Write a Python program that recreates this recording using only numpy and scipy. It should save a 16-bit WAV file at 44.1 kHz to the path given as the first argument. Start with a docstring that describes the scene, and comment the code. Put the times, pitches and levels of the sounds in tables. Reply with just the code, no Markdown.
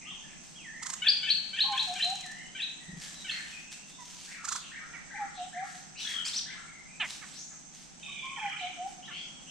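"""Forest floor beside a water dish, two microphones: a near bird gives seven nasal calls ending in a whip.
A dove-like bird hoots a three-note phrase; others pipe, chirp, chuck, whistle, slur and trill, near and far.
Bird voices are gliding tones or harmonic stacks with shaken pitch; wings, leaves and air are coloured noise.
Insects throb in narrow noise bands over a low hum, and a faint drone swells near the end.
Echoes from trunks and leaves surround the birds, the wings, the stirred leaves and the drone."""
import sys
import numpy as np
from scipy import signal
from scipy.fft import rfft, irfft, next_fast_len
from scipy.io import wavfile

SR = 44100
rng = np.random.default_rng(int(sys.argv[2]) if len(sys.argv) > 2 else 0)


def log_audio(samples):
    """Write samples as a 16-bit WAV file to the path given in sys.argv[1]."""
    # one column per channel
    frames = np.atleast_2d(samples).T
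    # limit to full scale, then quantise
    limited = np.clip(frames, -1, 1)
    pcm = np.round(limited * 32767).astype(np.int16)
    wavfile.write(sys.argv[1], SR, pcm)


N = 418950  # samples, 9.5 s

# In all tables: pan_db is left over right, echo_db is echo over direct sound, rough shakes the pitch.

# near bird, one row per call: start_s, whip_start_s, lead_db, pip_hz, pip_db, whip_length_s, whip_top_hz,
# climb_time (share of whip), whip_db, whip_echo_db, pan_db; its levels are before the bird's overall gain
WHIP_CALLS = [(1.018, 1.082, -26.5, 3400, -19.5, .027, 5020, .45, -16, -3.5, 4),
              (1.228, 1.299, -28.5, 3200, -28.5, .029, 4570, .3, -18, 0, 5),
              (1.530, 1.602, -31, 3150, -26, .029, 4260, .22, -19, .5, 1),
              (1.724, 1.790, -32, 3150, -27.5, .028, 4200, .24, -23.5, 1, 3),
              (1.954, 2.022, -32, 3000, -28.5, .026, 4150, .2, -21.5, 1.5, 2),
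              (2.548, 2.617, -34, 3250, -33, .03, 4000, .2, -28.5, 1.5, 2),
              (3.244, 3.309, -34.5, 3200, -31, .024, 4400, .18, -32.5, 1.5, 0)]
PIP_S, PIP_LEAD_S, PIP_FALL_HZ = .015, .016, 220
WHIP_CLIMB = .19  # the whip starts this share below its top
CRACK_S = .004  # the voice cracks between pip and whip
# nasal lead-in: time (share of its length), pitch_hz (before a small wander), relative level_db, rough (0-1)
LEAD_IN = [(0, 720, -10, .1), (.08, 750, -4, .1), (.22, 780, -4, .12), (.36, 750, -7, .3),
           (.48, 780, -7, .7), (.6, 880, -7, .6), (.7, 930, -3, .2), (.86, 870, 0, .2), (1, 820, -4, .35)]
# resonance of the nasal throat: freq_hz, relative level_db
NASAL_THROAT = [(700, -38), (1200, -24), (1500, -9), (1800, -4), (2300, -4), (2700, 0), (3100, 1),
                (3700, -12), (4400, -28), (8000, -40)]

# hooted phrases: start_s, level_db
HOOT_PHRASES = [(1.627, -36), (5.131, -36), (8.364, -36)]
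# grace note and three scooped hoots: start_s (in the phrase), length_s, start_hz, middle_hz, end_hz,
# level_db (relative to the phrase)
HOOTS = [(-.004, .05, 890, 810, 790, -10.5), (.038, .112, 915, 815, 805, 1), (.23, .112, 795, 716, 805, -1),
         (.4, .145, 690, 745, 845, 0.2)]
HOOT_EDGES = .8  # share of a hoot spent swelling and fading

# clear piping notes near 1 kHz: start_s, length_s, start_hz, end_hz, level_db (where the swell ends),
# overtone_db (relative), pan_db
PIPES = [(.05, .05, 1150, 1270, -56, -20, 0), (.105, .03, 1300, 980, -53, -20, 0),
         (.16, .04, 1230, 980, -56, -20, 0), (1.63, .158, 1070, 1035, -37.5, -25, 0),
         (1.782, .065, 950, 800, -43, -25, 0), (3.98, .06, 1020, 940, -46, -11, -8),
         (8.078, .035, 1100, 1140, -53, -20, 0), (8.215, .158, 1045, 1065, -41.5, -20, 0),
         (8.366, .038, 1010, 810, -45, -20, 0)]
# run of sharp close chirps: start_s, length_s, start_hz, middle_hz, end_hz, level_db, rough (0 pure, 1 harsh)
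CHIRPS = [(6.247, .042, 2150, 2600, 2650, -34, 1), (6.281, .02, 1500, 2250, 1850, -37, .25),
          (6.331, .027, 1650, 2100, 2850, -35, .55), (6.356, .043, 1550, 3000, 1100, -30, .08)]
# chirp harmonics, from the first up: pure_db, harsh_db (added in proportion to rough)
CHIRP_PARTIALS = [(-22, 13), (0, 0), (-13, 9), (-22, 8)]
# colour of the chirping beak: freq_hz, relative level_db
CHIRP_BEAK = [(1500, -3), (4000, 0), (7800, -1), (9000, -15), (14000, -28)]
# falling harmonic chucks: start_s, length_s, start_hz, end_hz, level_db (before the fall), throat_factor (pitch),
# pan_db, echo_db
CHUCKS = [(4.93, .065, 490, 370, -43, .78, -7, 0), (6.996, .072, 445, 296, -29, 1.0, -2, -14),
          (7.212, .055, 450, 330, -47, .72, -7, -4), (7.505, .05, 450, 330, -55, .66, -2, 2),
          (8.365, .055, 490, 380, -46, .66, 2, -4), (9.075, .06, 460, 350, -45, .66, -5, -4)]
# resonance of the chucking throat before it shifts: freq_hz, relative level_db
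CHUCK_THROAT = [(440, -42), (860, -11), (1300, -14), (1750, -7), (2200, -7), (2650, 2), (3050, 2),
                (3450, -12), (3900, -6), (4400, -19), (5100, -40)]

# long whistles that swoop down and creep up again: start_s, level_db
SWOOPS = [(.548, -45), (2.137, -46.5)]
# shape of a swoop: time_s (in the call), pitch_hz, relative level_db, quaver (share of the pitch)
SWOOP_SHAPE = [(0, 2850, -12, 0), (.014, 3280, -4, 0), (.034, 3230, -2, 0), (.05, 2720, -5, 0),
               (.08, 2480, -6, 0), (.09, 2250, -16, 0), (.099, 2080, -1, 0), (.125, 1800, 0, 0),
               (.165, 1770, 2, .01), (.2, 1880, -1, .06), (.28, 2000, -2, .07), (.34, 2050, -9, .05)]
QUAVER_HZ = 52
# thin far whistles: start_s, length_s, start_hz, end_hz, level_db
THIN_WHISTLES = [(.235, .035, 1750, 1800, -52), (2.33, .2, 2930, 3000, -55), (2.79, .18, 1960, 1880, -51.5),
                 (2.98, .12, 1820, 1680, -55), (3.145, .08, 3950, 3650, -48),
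                 (3.52, .07, 2420, 2500, -44.5), (3.6, .25, 2500, 2830, -55), (3.9, .08, 3580, 3500, -55),
                 (4.375, .06, 1400, 1280, -50), (6.0, .045, 3750, 3650, -41),
                 (6.66, .18, 2250, 2020, -51.5), (6.87, .12, 2400, 2450, -54), (7.47, .06, 6750, 6800, -49),
                 (7.99, .29, 3120, 3020, -50), (9.135, .1, 3080, 3350, -40.5)]
# hoarse far slides up or down: start_s, length_s, start_hz, end_hz, level_db
HOARSE_CALLS = [(0.0, .05, 2900, 2300, -45), (.045, .08, 2450, 3250, -40.5), (.26, .08, 2600, 2150, -51),
                (.94, .08, 3500, 2700, -49), (3.285, .1, 2700, 1700, -36.5), (3.44, .07, 3100, 2900, -46.5),
                (4.285, .08, 2650, 2100, -43.5), (4.46, .12, 4600, 3800, -43.5),
                (4.57, .14, 4000, 2750, -46), (5.32, .12, 4700, 2850, -45.5), (5.945, .09, 2200, 3000, -43),
                (5.955, .09, 4300, 3750, -39.5), (5.97, .07, 4800, 6100, -42), (6.43, .12, 4300, 2700, -47),
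                (7.32, .06, 3000, 4800, -50), (7.35, .08, 5400, 6400, -43), (8.565, .11, 4700, 2700, -42.5),
                (9.02, .05, 2700, 3400, -44), (9.1, .07, 2700, 3150, -41.5), (9.12, .1, 4000, 4700, -52),
                (9.1, .08, 1900, 2700, -46), (9.46, .06, 2800, 3100, -46)]
# a far bird repeats one slurred call: start_s, level_db, pan_db
FAR_CALLS = [(4.27, -48, 3), (4.71, -41.5, 2), (5.1, -39.5, 4), (5.525, -41, 4), (6.045, -41.5, 5),
             (6.455, -42, 5), (8.41, -41, 1)]
# shape of that slur: time_s (in the call), pitch_hz, relative level_db
FAR_SLUR = [(0, 1450, -3), (.014, 1760, -1), (.032, 2050, -3), (.04, 1550, -1), (.05, 2000, 3),
            (.06, 2350, -4), (.074, 1800, 1), (.09, 1600, -6), (.098, 1080, -15), (.125, 1380, -6),
            (.16, 1400, -9)]
# trills: start_s, length_s, start_hz, end_hz, notes_per_s, sweep (fall of a note, share of pitch), rough (0-1),
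# level_db, pan_db, echo_db; pitches are those the falling notes pass through
TRILLS = [(6.047, .19, 3480, 3060, 44, .07, .3, -37, 6, 0),
          (8.025, .3, 2560, 2300, 30.2, .2, .55, -45.5, -5, 2),
          (8.025, .27, 3700, 3330, 30.2, .12, .45, -47.5, -2, 3),
          (8.324, .365, 2400, 2360, 29.3, .17, .5, -43.3, -5, 1),
          (8.324, .375, 3160, 3020, 29.3, .14, .5, -44.7, -2, 3)]

# bursts of wingbeats: first_stroke_s, length_s, strokes_per_s, level_db, swell_db, stroke_width_s, pan_db,
# swish_db (relative)
FLIGHTS = [(.833, .125, 28.4, -32, 4, .0036, -6, -12), (1.724, .62, 18.5, -42, 2, .003, 0, -20),
           (4.454, .125, 27.7, -30.5, 7, .005, -6, -5)]
# colour of the feather hiss: freq_hz, relative level_db
WING_COLOUR = [(600, -25), (1500, -11), (3000, -13), (5000, -6), (6900, 1), (8200, -4), (10000, -19),
               (15000, -36)]
# a bird flies close past the microphones
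PASS_S, PASS_LENGTH_S, PASS_BEATS_PER_S, PASS_DB = 2.895, .11, 23.8, -40

# dry leaves stirred: start_s, length_s, level_db (at the peak of the burst)
RUSTLES = [(.42, .15, -55), (1.7, .75, -48), (2.96, .26, -45.5), (3.18, .5, -48), (3.71, .05, -44),
           (3.87, .05, -48), (3.98, .45, -47.5), (5.63, .22, -49.5), (5.98, .25, -43), (6.243, .1, -40.5),
           (6.33, .08, -44), (7.035, .18, -43.5), (7.2, .25, -52), (7.72, .18, -53), (8.86, .09, -54)]
# colour of dry leaves: freq_hz, relative level_db
LEAF_COLOUR = [(500, -18), (1500, -6), (3000, -1), (6000, 0), (8200, -2), (10000, -14), (15000, -31)]
# insect choirs: centre_hz, half_width_hz, level_db, pan_db, throbs_per_s (on average), throb_depth (0-1)
INSECTS = [(6300, 260, -58, -3, 9, .15), (5700, 450, -62, -2, 13, .1), (7700, 420, -59.5, -5, 21, .3)]
# distant hum and air of the forest: freq_hz, relative level_db (per Hz)
AIR_COLOUR = [(20, -1.7), (60, -1.5), (120, -7), (150, 10.5), (200, 8.5), (290, 1), (450, -7.5),
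              (620, -4.5), (780, 0), (1100, -9), (2500, -8.5), (4100, -11.5), (5000, -10.5), (8700, -14.5),
              (10500, -39), (15500, -52)]
# likeness of the air at the two microphones: freq_hz, likeness (-1 opposite, 1 alike)
AIR_LIKENESS = [(30, .4), (100, .1), (160, -.4), (300, -.15), (750, -.5), (1500, -.15), (4000, 0)]
# faint far drone: time_s, level_db
DRONE_LEVEL = [(8.6, -72), (8.76, -58), (9.05, -68), (9.35, -62), (9.5, -62)]
DRONE_HZ, DRONE_SAG_HZ_PER_S = 305, 25
# colour of the drone: freq_hz, relative level_db
DRONE_COLOUR = [(300, 0), (600, -9), (900, -11), (1500, -8), (2000, -18)]

# decay of the forest echo: freq_hz, t60_s (without the extra early echoes)
FOREST_T60 = [(200, .8), (800, .88), (2000, .9), (4500, .65), (9000, .45)]
EDGE_HZ = 15650  # upper band limit of the recorder


def amp(db):
    """Amplitude factor of a level in dB."""
    return 10 ** (np.asarray(db) / 20)


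def evened(x):
    """Scale to rms 1."""
    return x / np.sqrt(np.mean(np.abs(x) ** 2) + 1e-20)


def read(points, hz):
    """A spectrum joined by straight lines on a log-frequency axis."""
    f, value = np.transpose(points)
    return np.interp(np.log(hz + 1), np.log(f + 1), value)


def follow(rows):
    """Start time and the columns of a curve at every sample."""
    time_s, *columns = np.transpose(rows)
    t = np.arange(time_s[0], time_s[-1], 1 / SR)
    return (time_s[0], *(np.interp(t, time_s, c) for c in columns))


def add(mix, start_s, sound):
    """Lay a sound into the mix, cut off at its end."""
    part = mix[:, max(round(start_s * SR), 0):][:, :sound.shape[1]]
    part += sound[:, :part.shape[1]]


def noise(n, colour_db):
    """Noise of rms 1 whose spectrum is a function of frequency."""
    size = next_fast_len(n + 2048)
    spectrum = rfft(rng.standard_normal(size)) * amp(colour_db(np.fft.rfftfreq(size, 1 / SR)))
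    return evened(irfft(spectrum, size))[:n]


def wander(n, rate_hz):
    """Smooth chance of rms 1."""
    return noise(n, lambda f: -10 * (f / rate_hz) ** 2)


def turns(hz):
    """Phase in radians of a changing pitch."""
    return 2 * np.pi * np.cumsum(hz) / SR


def fade(n, share):
    """Raised-cosine edges that together fill a share of the length."""
    return signal.windows.tukey(n, np.clip(share, 0, 1))


def arch(length_s, start_hz, middle_hz, end_hz):
    """A pitch that curves through three points."""
    curve = np.polyfit([0, .5, 1], [start_hz, middle_hz, end_hz], 2)
    return np.polyval(curve, np.linspace(0, 1, round(length_s * SR)))


def slide(length_s, start_hz, end_hz, halfway):
    """A pitch glide that has covered the given share of its way at half time."""
    return arch(length_s, start_hz, start_hz + halfway * (end_hz - start_hz), end_hz)


def whistle(hz, rough, overtone_db=-30, jitter=.07, jitter_hz=260):
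    """A nearly pure syrinx tone; roughness shakes its pitch."""
    phase = turns(hz * (1 + jitter * rough * wander(len(hz), jitter_hz)))
    return np.sqrt(2) * (np.sin(phase) + amp(overtone_db) * np.sin(2 * phase))


def note(hz, db, rough, edges, overtone_db=-36, jitter=.1):
    """One whistled note that swells, holds and fades."""
    return amp(db) * whistle(hz, rough, overtone_db, jitter) * fade(len(hz), edges)


def reedy(hz, rough, throat, jitter=.13, jitter_hz=350, shimmer_db=3, shimmer_hz=70, smear=.35, count=14,
          throat_shift=1):
    """A harmonic voice whose partials slide through a throat that smears each pulse; each flickers by itself."""
    phase = turns(hz * (1 + jitter * rough * wander(len(hz), jitter_hz)))
    voice = np.zeros(len(hz))
    for k in range(1, count):
        partial_db = read(throat, k * hz / throat_shift) + shimmer_db * wander(len(hz), shimmer_hz)
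        voice += amp(partial_db) * np.cos(k * phase - smear * k * k / 2)
    return evened(voice)


def scatter(early_db=7, early_s=.05, build_s=.012):
    """Echoes from trunks and leaves for one perch: dense near ones, then a long faint tail."""
    taps = rng.standard_normal((2, SR)) * (rng.random((2, SR)) < 2500 / SR)
    taps[1] = .25 * taps[0] + .97 * taps[1]  # the two microphones share a little
    hz, t, z = signal.stft(taps, SR, nperseg=256)
    decay_db = -60 * t / read(FOREST_T60, hz)[:, None]
    z = z * amp(decay_db + early_db * np.exp(-t / early_s)) * (1 - np.exp(-t / build_s))
    z /= np.sqrt(np.sum(np.abs(z) ** 2, axis=2, keepdims=True))  # equal energy at all frequencies
    tail = signal.istft(z, SR, nperseg=256)[1]
    return tail / np.linalg.norm(tail, axis=1, keepdims=True)


def perched(sound, pan_db, echo_db, lag_per_db=6e-6, echo_pan=.6, early_db=6.5, early_loss=.55):
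    """Direct sound reaches the nearer microphone first; echoes surround it and linger more from far perches."""
    size = next_fast_len(len(sound) + SR, real=True)
    side = np.array([[.5], [-.5]]) * pan_db
    lead_s = side * lag_per_db
    direct = amp(side) * np.exp(2j * np.pi * np.fft.rfftfreq(size, 1 / SR) * lead_s)
    echoes = rfft(scatter(early_db - early_loss * max(echo_db, 0)), size)
    paths = (direct + amp(echo_db + echo_pan * side) * echoes) / np.hypot(1, amp(echo_db))
    return irfft(rfft(sound, size) * paths, size)


def wingbeats(start_s, length_s, rate, swell_db, skew=1.3):
    """Time and level of evenly spaced strokes, strongest just past the middle of the burst."""
    times = np.arange(start_s, start_s + length_s, 1 / rate)
    u = (np.arange(len(times)) + .5) / len(times)
    return zip(times, swell_db * (np.sin(np.pi * u ** skew) - 1))


def whip_bird(lead_echo_db=-.4, rasp_db=-11, gain_db=0.6, held_rough=.3, break_rough=.4, pip_echo_db=-3,
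              sag_db=4.5, crack_db=-19):
    """A nasal lead-in narrows to a clear pip; the voice cracks, whips upward and stops near its top note."""
    out = np.zeros((2, N))
    share, *shape = np.transpose(LEAD_IN)
    for (start_s, whip_s, lead_db, pip_hz, pip_db, length_s, top_hz, climb_time, whip_db, whip_echo_db,
         pan_db) in WHIP_CALLS:
        u = np.linspace(0, 1, round((whip_s - start_s) * SR))
        hz, db, rough = (np.interp(u, share, c) for c in shape)
        hz = hz * (1 + .025 * wander(len(u), 35))  # no two calls are quite alike
        lead = amp(lead_db + db) * reedy(hz, rough, NASAL_THROAT, shimmer_db=2) * fade(len(u), .08)
        add(out, start_s, perched(lead, pan_db, lead_echo_db))

        pip = note(slide(PIP_S, pip_hz + PIP_FALL_HZ, pip_hz, .6), pip_db, .3, .6)
        add(out, whip_s - PIP_LEAD_S, perched(pip, pan_db, pip_echo_db))

        crack_hz = slide(CRACK_S, pip_hz, 1.3 * top_hz, .4)
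        crack = note(crack_hz, whip_db + crack_db, 1.8, .8, overtone_db=-20)
        add(out, whip_s - CRACK_S, perched(crack, pan_db, whip_echo_db))

        u = np.linspace(0, 1, round(length_s * SR))
        hz = top_hz * (1 - WHIP_CLIMB * np.exp(-u / climb_time))
        breaking = np.exp(-u / .12)  # the voice is still unsteady just after the crack
        tone = whistle(hz, held_rough + break_rough * breaking, overtone_db=-37, jitter_hz=400)
        rasp = amp(rasp_db - 5 * u) * whistle(.8 * hz, 1.7)  # the other side of the syrinx rattles below it
        whip = amp(whip_db - sag_db * u) * (tone + rasp) * fade(len(u), .3)
        add(out, whip_s, perched(whip, pan_db, whip_echo_db))
    return amp(gain_db) * out


def hooting_bird(echo_db=-6.8):
    """A grace note and three soft scooped hoots, the same from the same perch each time."""
    phrase, out = np.zeros((1, SR)), np.zeros((2, N))
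    for start_s, length_s, start_hz, middle_hz, end_hz, db in HOOTS:
        hz = arch(length_s, start_hz, middle_hz, end_hz)
        add(phrase, start_s, note(hz, db, .04, HOOT_EDGES, overtone_db=-36)[None])
    heard = perched(phrase[0], 0, echo_db)
    for start_s, db in HOOT_PHRASES:
        add(out, start_s, amp(db) * heard)
    return out


def piping_bird(rough=.14, bend=.012, edges=.45, swell_db=6, flutter_db=1.5, echo_db=-5):
    """Soft piping notes that swell toward their end and arch a little in pitch."""
    out = np.zeros((2, N))
    for start_s, length_s, start_hz, end_hz, db, overtone_db, pan_db in PIPES:
        hz = arch(length_s, start_hz, (1 + bend) * (start_hz + end_hz) / 2, end_hz)
        level_db = db + np.linspace(-swell_db, 0, len(hz)) + flutter_db * wander(len(hz), 30)
        add(out, start_s, perched(note(hz, level_db, rough, edges, overtone_db), pan_db, echo_db))
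    return out


def chirping_bird(edges=.3, pan_db=1.5, echo_db=-2, jitter=.06, jitter_hz=700):
    """Chirps sweep in curves, strongest on the second harmonic; harsh ones spread into the others."""
    out = np.zeros((2, N))
    for start_s, length_s, start_hz, middle_hz, end_hz, db, rough in CHIRPS:
        hz = arch(length_s, start_hz, middle_hz, end_hz)
        phase = turns(hz * (1 + jitter * rough * wander(len(hz), jitter_hz)))
        voice = np.zeros(len(hz))
        for k, (pure_db, harsh_db) in enumerate(CHIRP_PARTIALS, 1):
            partial_db = pure_db + rough * harsh_db + read(CHIRP_BEAK, k * hz)
            voice += amp(partial_db) * np.sin(k * phase)
        add(out, start_s, perched(amp(db) * evened(voice) * fade(len(hz), edges), pan_db, echo_db))
    return out


def chucks(rough=.12, fall_db=20, fall_share=.85, throat_follows=.7, smear=.7, bounce_s=.008, bounce_db=-6):
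    """A stack of harmonics drops in pitch and dies away while the throat sinks with it."""
    out = np.zeros((2, N))
    for start_s, length_s, start_hz, end_hz, db, throat_factor, pan_db, echo_db in CHUCKS:
        u = np.linspace(0, 1, round(length_s * SR))
        hz = end_hz + (start_hz - end_hz) * np.cos(np.pi / 2 * np.minimum(u / fall_share, 1)) ** 2
        throat_shift = throat_factor * (hz / start_hz) ** throat_follows
        voice = reedy(hz, rough * (1 + 3 * u ** 2), CHUCK_THROAT, jitter_hz=600, shimmer_db=3, smear=smear,
                      count=16, throat_shift=throat_shift)
        call = amp(db - fall_db * u ** 3) * voice * fade(len(u), .3)
        add(out, start_s, perched(call, pan_db, echo_db))
        # the ground throws it back
        add(out, start_s + bounce_s, perched(amp(bounce_db) * call, pan_db, echo_db))
    return out


def swooping_bird(echo_db=0):
    """A high note tips over and slides down to a low one, which creeps upward and starts to quaver."""
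    out = np.zeros((2, N))
    _, hz, shape_db, quaver = follow(SWOOP_SHAPE)
    hz = hz * (1 + quaver * np.sin(turns(np.full(len(hz), float(QUAVER_HZ)))))
    for start_s, db in SWOOPS:
        add(out, start_s, perched(note(hz, db + shape_db, .15, .05), 0, echo_db))
    return out


def thin_whistlers(rough=.32, halfway=.45, edges=.35, pan_db=1.5, echo_db=4):
    """Faint gliding whistles deep among the trees, more echo than direct sound."""
    out = np.zeros((2, N))
    for start_s, length_s, start_hz, end_hz, db in THIN_WHISTLES:
        call = note(slide(length_s, start_hz, end_hz, halfway), db, rough, edges)
        add(out, start_s, perched(call, pan_db, echo_db))
    return out


def hoarse_birds(rising_rough=.6, falling_rough=1.2, halfway=.72, rising_edges=.45, falling_edges=.95,
                 pan_db=3.5, echo_db=7.5):
    """Rough slides that level off, mostly echo; the falling ones are harsher and swell in gradually."""
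    out = np.zeros((2, N))
    for start_s, length_s, start_hz, end_hz, db in HOARSE_CALLS:
        rising = end_hz > start_hz
        rough, edges = (rising_rough, rising_edges) if rising else (falling_rough, falling_edges)
        call = note(slide(length_s, start_hz, end_hz, halfway), db, rough, edges)
        add(out, start_s, perched(call, pan_db, echo_db))
    return out


def far_bird(rough=.75, echo_db=6):
    """A quick zigzag slur, blurred by the trees."""
    out = np.zeros((2, N))
    _, hz, shape_db = follow(FAR_SLUR)
    for start_s, db, pan_db in FAR_CALLS:
        call = amp(db + shape_db) * whistle(hz, rough, overtone_db=-22) * fade(len(hz), .1)
        add(out, start_s, perched(call, pan_db, echo_db))
    return out


def trills(snap=.42, uneven=.04, flicker_db=2, bounce_s=.014, bounce_db=-7):
    """Runs of tiny falling notes, a little uneven and sinking in pitch; a nearby trunk doubles each one."""
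    out = np.zeros((2, N))
    for start_s, length_s, start_hz, end_hz, rate, sweep, rough, db, pan_db, echo_db in TRILLS:
        n = len(np.arange(0, length_s, 1 / SR))
        hz = np.linspace(start_hz, end_hz, n)
        beat = np.cumsum(rate * (1 + uneven * wander(n, 20))) / SR % 1  # 0 to 1 through each note
        pulse = np.sin(np.pi * beat ** snap) ** 4  # each note starts sharply and dies before the next
        loudness = evened(pulse * amp(flicker_db * wander(n, 25)))
        notes = amp(db) * loudness * whistle(hz * (1 + sweep * (.22 - beat)), rough) * fade(n, .07)
        add(out, start_s, perched(notes, pan_db, echo_db))
        add(out, start_s + bounce_s, perched(amp(bounce_db) * notes, 0, echo_db))
    return out


def wings(swish_low_hz=900, swish_high_hz=1600, hiss_db=2.5, echo_db=-7):
    """Feathers hiss at the fastest point of each stroke; a low swish rises and falls with their speed."""
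    out, t = np.zeros((2, N)), np.arange(-SR // 40, SR // 40) / SR
    for first_s, length_s, rate, db, swell_db, width_s, pan_db, swish_db in FLIGHTS:
        speed = np.exp(-np.abs(t) / (1.4 * width_s))
        swish_hz = swish_low_hz + (swish_high_hz - swish_low_hz) * speed
        for stroke_s, stroke_db in wingbeats(first_s, length_s, rate, swell_db):
            hiss = speed * noise(len(t), lambda f: read(WING_COLOUR, f))
            swish = whistle(swish_hz, 1.5) * np.exp(-((t + .003) / .009) ** 2)
            both = amp(hiss_db) * hiss + amp(swish_db) * swish
            stroke = amp(db + stroke_db) * both * fade(len(t), .3)
            add(out, stroke_s + t[0], perched(stroke, pan_db, echo_db))
    return out


def thuds(hz=168, width_s=.009):
    """Each close wingbeat pushes a short low puff of air."""
    out, t = np.zeros((2, N)), np.arange(-SR // 30, SR // 30) / SR
    for stroke_s, db in wingbeats(PASS_S, PASS_LENGTH_S, PASS_BEATS_PER_S, swell_db=2.5):
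        puff = np.exp(-np.abs(t) / width_s) * whistle(np.full(len(t), float(hz)), 2.8, overtone_db=-18)
        add(out, stroke_s + t[0], perched(amp(PASS_DB + db) * puff, 0, -12))
    return out


def leaves(crackle_db=3.8, crackle_hz=500, clump_db=2.3, clump_hz=25, peak_early=.7):
    """Fine crackle in the leaf litter, in uneven clumps; each burst swells quickly and settles slowly."""
    out = np.zeros((2, N))
    for start_s, length_s, db in RUSTLES:
        n = round(length_s * SR)
        stir = evened(amp(crackle_db * wander(n, crackle_hz) + clump_db * wander(n, clump_hz)))
        crackle = stir * noise(n, lambda f: read(LEAF_COLOUR, f))
        swell = np.sin(np.pi * np.linspace(0, 1, n) ** peak_early)
        add(out, start_s, perched(amp(db) * crackle * swell, 0, 0))
    return out


def leaf_ticks(per_s=12, db=-37, spread_db=3, decay_s=.003, echo_db=-2):
    """Single dry leaves tick faintly at random, left and right, as short decaying noise."""
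    t, out = np.arange(SR // 40) / SR, np.zeros((2, N))
    for pan_db in (-5, 5):
        ticks = (rng.random(N) < per_s / 2 / SR) * amp(spread_db * np.minimum(rng.exponential(1, N), 3))
        snap = noise(len(t), lambda f: read(LEAF_COLOUR, f)) * np.exp(-t / decay_s)
        ticking = signal.oaconvolve(ticks, snap / np.linalg.norm(snap))
        add(out, 0, perched(amp(db) * ticking, pan_db, echo_db))
    return out


def insects():
    """Many far insects merge into narrow bands that throb unevenly."""
    out = np.zeros((2, N))
    for hz, width_hz, db, pan_db, rate, depth in INSECTS:
        throb = 1 + depth * np.sin(turns(rate * (1 + .35 * wander(N, 8))))
        throb = throb * amp(1.7 * wander(N, 5))
        for channel, side in enumerate([.5, -.5]):
            band = noise(N, lambda f: -10 * np.log10(1 + ((f - hz) / width_hz) ** 4))
            out[channel] += amp(db + side * pan_db) * throb * band
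    return out


def drone(rough=.6, echo_db=6):
    """A faint far harmonic drone that wavers and sags in pitch."""
    out = np.zeros((2, N))
    start_s, db = follow(DRONE_LEVEL)
    hz = DRONE_HZ - DRONE_SAG_HZ_PER_S * np.arange(len(db)) / SR
    voice = reedy(hz, rough, DRONE_COLOUR, jitter_hz=30, count=7)
    add(out, start_s, perched(amp(db) * voice, 0, echo_db))
    return out


def air(db=-53.8, swell_db=.8):
    """A far low hum under a faint wash, partly shared by the two microphones."""
    def likeness(f):
        return np.clip(read(AIR_LIKENESS, f), -.95, .95)

    mid = noise(N, lambda f: read(AIR_COLOUR, f) + 10 * np.log10(1 + likeness(f)))
    side = noise(N, lambda f: read(AIR_COLOUR, f) + 10 * np.log10(1 - likeness(f)))
    return amp(db + swell_db * wander(N, 2)) * np.array([mid + side, mid - side]) / np.sqrt(2)


def scene():
    """Near birds, far birds, movement and the forest's own background."""
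    near = whip_bird() + hooting_bird() + piping_bird() + chirping_bird() + chucks()
    far = swooping_bird() + thin_whistlers() + hoarse_birds() + far_bird() + trills()
    movement = wings() + thuds() + leaves() + leaf_ticks()
    background = insects() + drone() + air()
    return near + far + movement + background


def record(dry):
    """The recorder's band limit: a steep low-pass filter."""
    low_pass = signal.firwin(511, EDGE_HZ, window=("kaiser", 9), fs=SR)
    return signal.oaconvolve(dry, low_pass[None], "same", axes=1)


dry = scene()
out = record(dry)
log_audio(out)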